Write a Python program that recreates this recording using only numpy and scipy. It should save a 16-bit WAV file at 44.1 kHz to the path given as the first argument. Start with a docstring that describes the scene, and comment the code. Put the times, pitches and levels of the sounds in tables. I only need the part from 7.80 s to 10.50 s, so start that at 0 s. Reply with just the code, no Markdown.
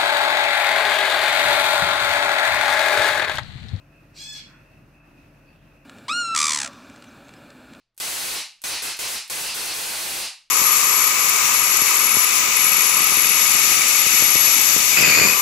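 """A workbench in a small room, a camera's two microphones close to a pair of porcelain terminals.
Over faint hum and the last of an echo, tiny sparks snap as a hand-held wire closes the high-voltage gap.
A long arc roars, pulsing with the mains; eight short ones follow, some led by sparks, then a last long one.
Each leaves bench and room ringing. The arcs overload the microphones by far and flatten into a harsh,
even hiss that clears only in the echo."""
import sys
import numpy as np
from scipy import signal
from scipy.fft import rfft, irfft
from scipy.io import wavfile

SR = 44100
rng = np.random.default_rng(int(sys.argv[2]) if len(sys.argv) > 2 else 0)


def waveform_to_disk(signal):
    """Save audio, clipped to [-1, 1], as 16-bit WAV at the path in sys.argv[1]."""
    frames = np.transpose(np.atleast_2d(signal))
    scaled = np.clip(frames, -1, 1) * 32767
    samples = np.round(scaled).astype(np.int16)
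    wavfile.write(sys.argv[1], SR, samples)


N = 119070

# arcs across the terminals: start_s, length_s, level_db, fade_db_per_s
ARC_STRIKES = [(.2, 0.34, -5, 17), (0.8385, 0.046, -1, 139), (1.021, 0.026, -7.5, 150),
               (1.19, .035, -0.5, 102), (1.28, 0.05, -12.5, 98), (1.4985, 0.14, -2, 44),
               (1.743, 0.0473, -2.5, 74), (1.82, 0.054, -3, 81), (1.941, 0.065, -2, 45),
               (2.05, 0.34, -5, 18)]
# sparks before contact: start_s, level_db
SPARK_SNAPS = [(.1459, -69), (0.1663, -54), (0.1779, -27.5), (.8179, -29.5), (1.168, -25), (1.442, -37),
               (1.478, -31)]
# colour of the crack at close range: frequency_hz, level_db
CRACK_COLOUR = [(60, -98), (300, -4.5), (800, -11), (2200, -1), (5000, -0.5), (8000, 2), (11500, 0.5),
                (16000, -4.5)]
# things ringing on the bench: pitch_hz, level_db
BENCH_RINGS = [(2517, 1.5), (2631, 4.5), (2661, -6.5), (2760, -12), (3995, 1), (4091, 7.5), (4298, -19),
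               (4495, -17), (4614, 6.5), (4711, 3), (4791, -11), (5935, 4)]
# colour of the echo off the walls: frequency_hz, level_db
ECHO_COLOUR = [(60, -21.5), (450, -21.5), (900, -9.5), (1550, -10), (2700, 2), (3250, -4), (4300, 3.5),
               (6000, -0.5), (10000, -2), (16000, -19)]
# reverberation time of the room: frequency_hz, t60_s
ROOM_DECAY = [(200, 0.3), (1400, 0.34), (4000, .36), (9000, 0.29), (15000, 0.26)]
# likeness of the two microphones for sound from the bench: frequency_hz, correlation
NEAR_LIKENESS = [(500, .1), (3200, 0.54), (5000, 0.9), (8500, 0.48), (12000, 0.59), (16000, 0.21)]
# the same for sound from the room: frequency_hz, correlation
ROOM_LIKENESS = [(1500, 1), (4000, 0.87), (7000, 0.63), (11000, 0.56), (16000, .15)]
# steady workshop hum: pitch_hz, level_db
HUM_TONES = [(43.1, -89), (118.4, -86.5)]
# colour of the room's air: frequency_hz, level_db
AIR_COLOUR = [(20, 20), (60, -9), (200, -3), (800, -8), (4000, -10), (16000, -42)]
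# colour of the recorder after its overload: frequency_hz, gain_db
RECORDER_COLOUR = [(15, -4), (40, -3.5), (120, -2.5), (300, -1.5), (800, 3), (2000, -0.5), (4500, -2),
                   (7500, -3), (11000, -1.5), (13000, -6), (16000, -5.5)]

ARC_DB, PULSE_HZ, PULSE_DEPTH, QUENCH_S = -1, 100.8, 0.39, 0.0035
SPUTTER_DB, SPUTTER_PER_S = 6, 300
SPARK_DB, SPARK_REBOUND = 13.5, 0.72  # rebound: suction as a share of the push
CRACK_T60_S, SCATTER_T60_S, SCATTER_DB = 0.0072, 0.15, 3
ROOM_DB, ROOM_BUILD_S, RING_T60_S, RING_DB = -4, 0.0094, 0.35, -12.5
BOOM_HZ, BOOM_T60_S, BOOM_DB = 199.6, 1.15, -54.5  # low room mode
OPENING_ECHO_DB, AIR_DB = -70.5, -79
CEILING_DB, OUTPUT_DB, TOP_HZ = -23, -0.5, 15780  # clipping level, then gain and treble cutoff


def arc_strength():
    """Each arc strikes at once, weakens and quenches, sputtering and pulsing twice per mains cycle."""
    t, strength = np.arange(N) / SR, np.zeros(N)
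    for start, length, db, fade_db_per_s in ARC_STRIKES:
        age = np.maximum(t - start, 0)
        pulse = 1 + PULSE_DEPTH * np.cos(2 * np.pi * PULSE_HZ * age)
        burn = undb(db - fade_db_per_s * np.minimum(age, length))
        quench = np.exp(-np.maximum(age - length, 0) / QUENCH_S)
        strength += (t >= start) * pulse * burn * quench
    sputter = np.interp(t * SPUTTER_PER_S, np.arange(N), rng.standard_normal(N))
    return undb(ARC_DB + SPUTTER_DB * sputter) * strength


def sparks():
    """Single thin snaps across the closing gap: a push of air and its rebound."""
    snaps = np.zeros(N)
    for start, db in SPARK_SNAPS:
        at = int(start * SR)
        snaps[at:at + 2] += undb(SPARK_DB + db) * np.array([1, -SPARK_REBOUND])
    return snaps


def near_crack():
    """One discharge close to the microphones: the first snap and its scatter off the bench."""
    snap = colour(diffuse(NEAR_LIKENESS) * fade(CRACK_T60_S), CRACK_COLOUR)
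    scatter = colour(diffuse(NEAR_LIKENESS) * fade(SCATTER_T60_S), CRACK_COLOUR)
    return unit(snap) + undb(SCATTER_DB) * unit(scatter)


def room_echo(bands=12):
    """From farther off: the walls' echo, top treble dying first, the bench's rings and one low mode."""
    t, hz = np.arange(N) / SR, np.fft.rfftfreq(N, 1 / SR)
    centres = np.linspace(0, np.sqrt(TOP_HZ), bands) ** 2
    spectrum, walls = rfft(diffuse(ROOM_LIKENESS)), 0
    for centre, weights in zip(centres, np.eye(bands)):
        band = irfft(spectrum * np.interp(hz, centres, weights), N)
        walls += band * fade(by_hz(ROOM_DECAY, centre))
    build_up = 1 - np.exp(-t / ROOM_BUILD_S)
    walls = colour(walls * build_up, ECHO_COLOUR)
    rings = tones(BENCH_RINGS) * fade(RING_T60_S)
    boom = np.sin(2 * np.pi * BOOM_HZ * t) * fade(BOOM_T60_S)
    return unit(walls) + undb(RING_DB) * unit(rings) + undb(BOOM_DB) * unit(boom)


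def opening_echo(echo):
    """The faint tail of an earlier arc, dying away in the room at the start."""
    tail = np.pad(echo[:, SR // 3:], ((0, 0), (0, SR // 3)))
    return undb(OPENING_ECHO_DB) * tail / np.std(tail[:, :SR // 50])


def room_tone():
    """Faint hum and air of the workshop, all around the microphones."""
    hum = np.sqrt(2) * tones(HUM_TONES)
    air = np.sqrt(N) * unit(colour(diffuse(ROOM_LIKENESS), AIR_COLOUR))
    return hum + undb(AIR_DB) * air


def diffuse(likeness):
    """Noise at two closely spaced microphones, as alike as a frequency_hz, correlation table says."""
    alike = by_hz(likeness, np.fft.rfftfreq(N, 1 / SR))
    spectra = rfft(rng.standard_normal((2, N)))
    mid, side = irfft(spectra * np.sqrt([1 + alike, 1 - alike]), N)
    return np.array([mid + side, mid - side]) / np.sqrt(2)


def tones(table):
    """Steady sines at random phases from a pitch_hz, level_db table."""
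    t = np.arange(N) / SR
    return sum(undb(db) * np.sin(2 * np.pi * (hz * t + rng.random())) for hz, db in table)


def colour(x, table, size=4096):
    """Minimum-phase filter that follows a frequency_hz, level_db table."""
    gain = undb(by_hz(table, np.fft.rfftfreq(size, 1 / SR)))
    cepstrum = irfft(np.log(gain))
    cepstrum[1:size // 2] *= 2
    cepstrum[size // 2 + 1:] = 0
    impulse = irfft(np.exp(rfft(cepstrum)))
    return signal.fftconvolve(x, impulse[None], axes=1)[:, :N]


def by_hz(table, hz):
    """Read a table on a log-frequency axis."""
    frequencies, values = np.array(table).T
    return np.interp(np.log(np.maximum(hz, 1)), np.log(frequencies), values)


def fade(t60_s):
    """Exponential decay, 60 dB in the given time."""
    return np.exp(-np.log(1000) * np.arange(N) / SR / t60_s)


def unit(x):
    """Scale to unit energy, averaged over the channels."""
    return x / np.sqrt(np.mean(np.sum(x ** 2, axis=-1)))


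def undb(db):
    """Decibels to gain."""
    return 10 ** (np.asarray(db) / 20)


def scene(stretches=3):
    """At the microphones: each stretch of plasma roars along its own paths through bench and room."""
    strength, snaps, heard = arc_strength(), sparks(), 0
    for _ in range(stretches):
        echo = room_echo()
        discharge = strength * rng.standard_normal(N) + snaps
        paths = near_crack() + undb(ROOM_DB) * echo
        heard += signal.fftconvolve(discharge[None], paths, axes=1)[:, :N] / np.sqrt(stretches)
    return heard + opening_echo(echo) + room_tone()


def record(dry, oversample=4):
    """The microphone amplifiers clip hard; the recorder then colours the sound and cuts the top."""
    fine = signal.resample_poly(dry, oversample, 1, axis=1)
    clipped = np.clip(fine, -undb(CEILING_DB), undb(CEILING_DB))
    clipped = signal.resample_poly(clipped, 1, oversample, axis=1)
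    coloured = undb(OUTPUT_DB) * colour(clipped, RECORDER_COLOUR)
    lowpass = signal.firwin(401, TOP_HZ, window=("kaiser", 8), fs=SR)
    return signal.fftconvolve(coloured, lowpass[None], mode="same", axes=1)


dry = scene()
out = record(dry)
waveform_to_disk(out)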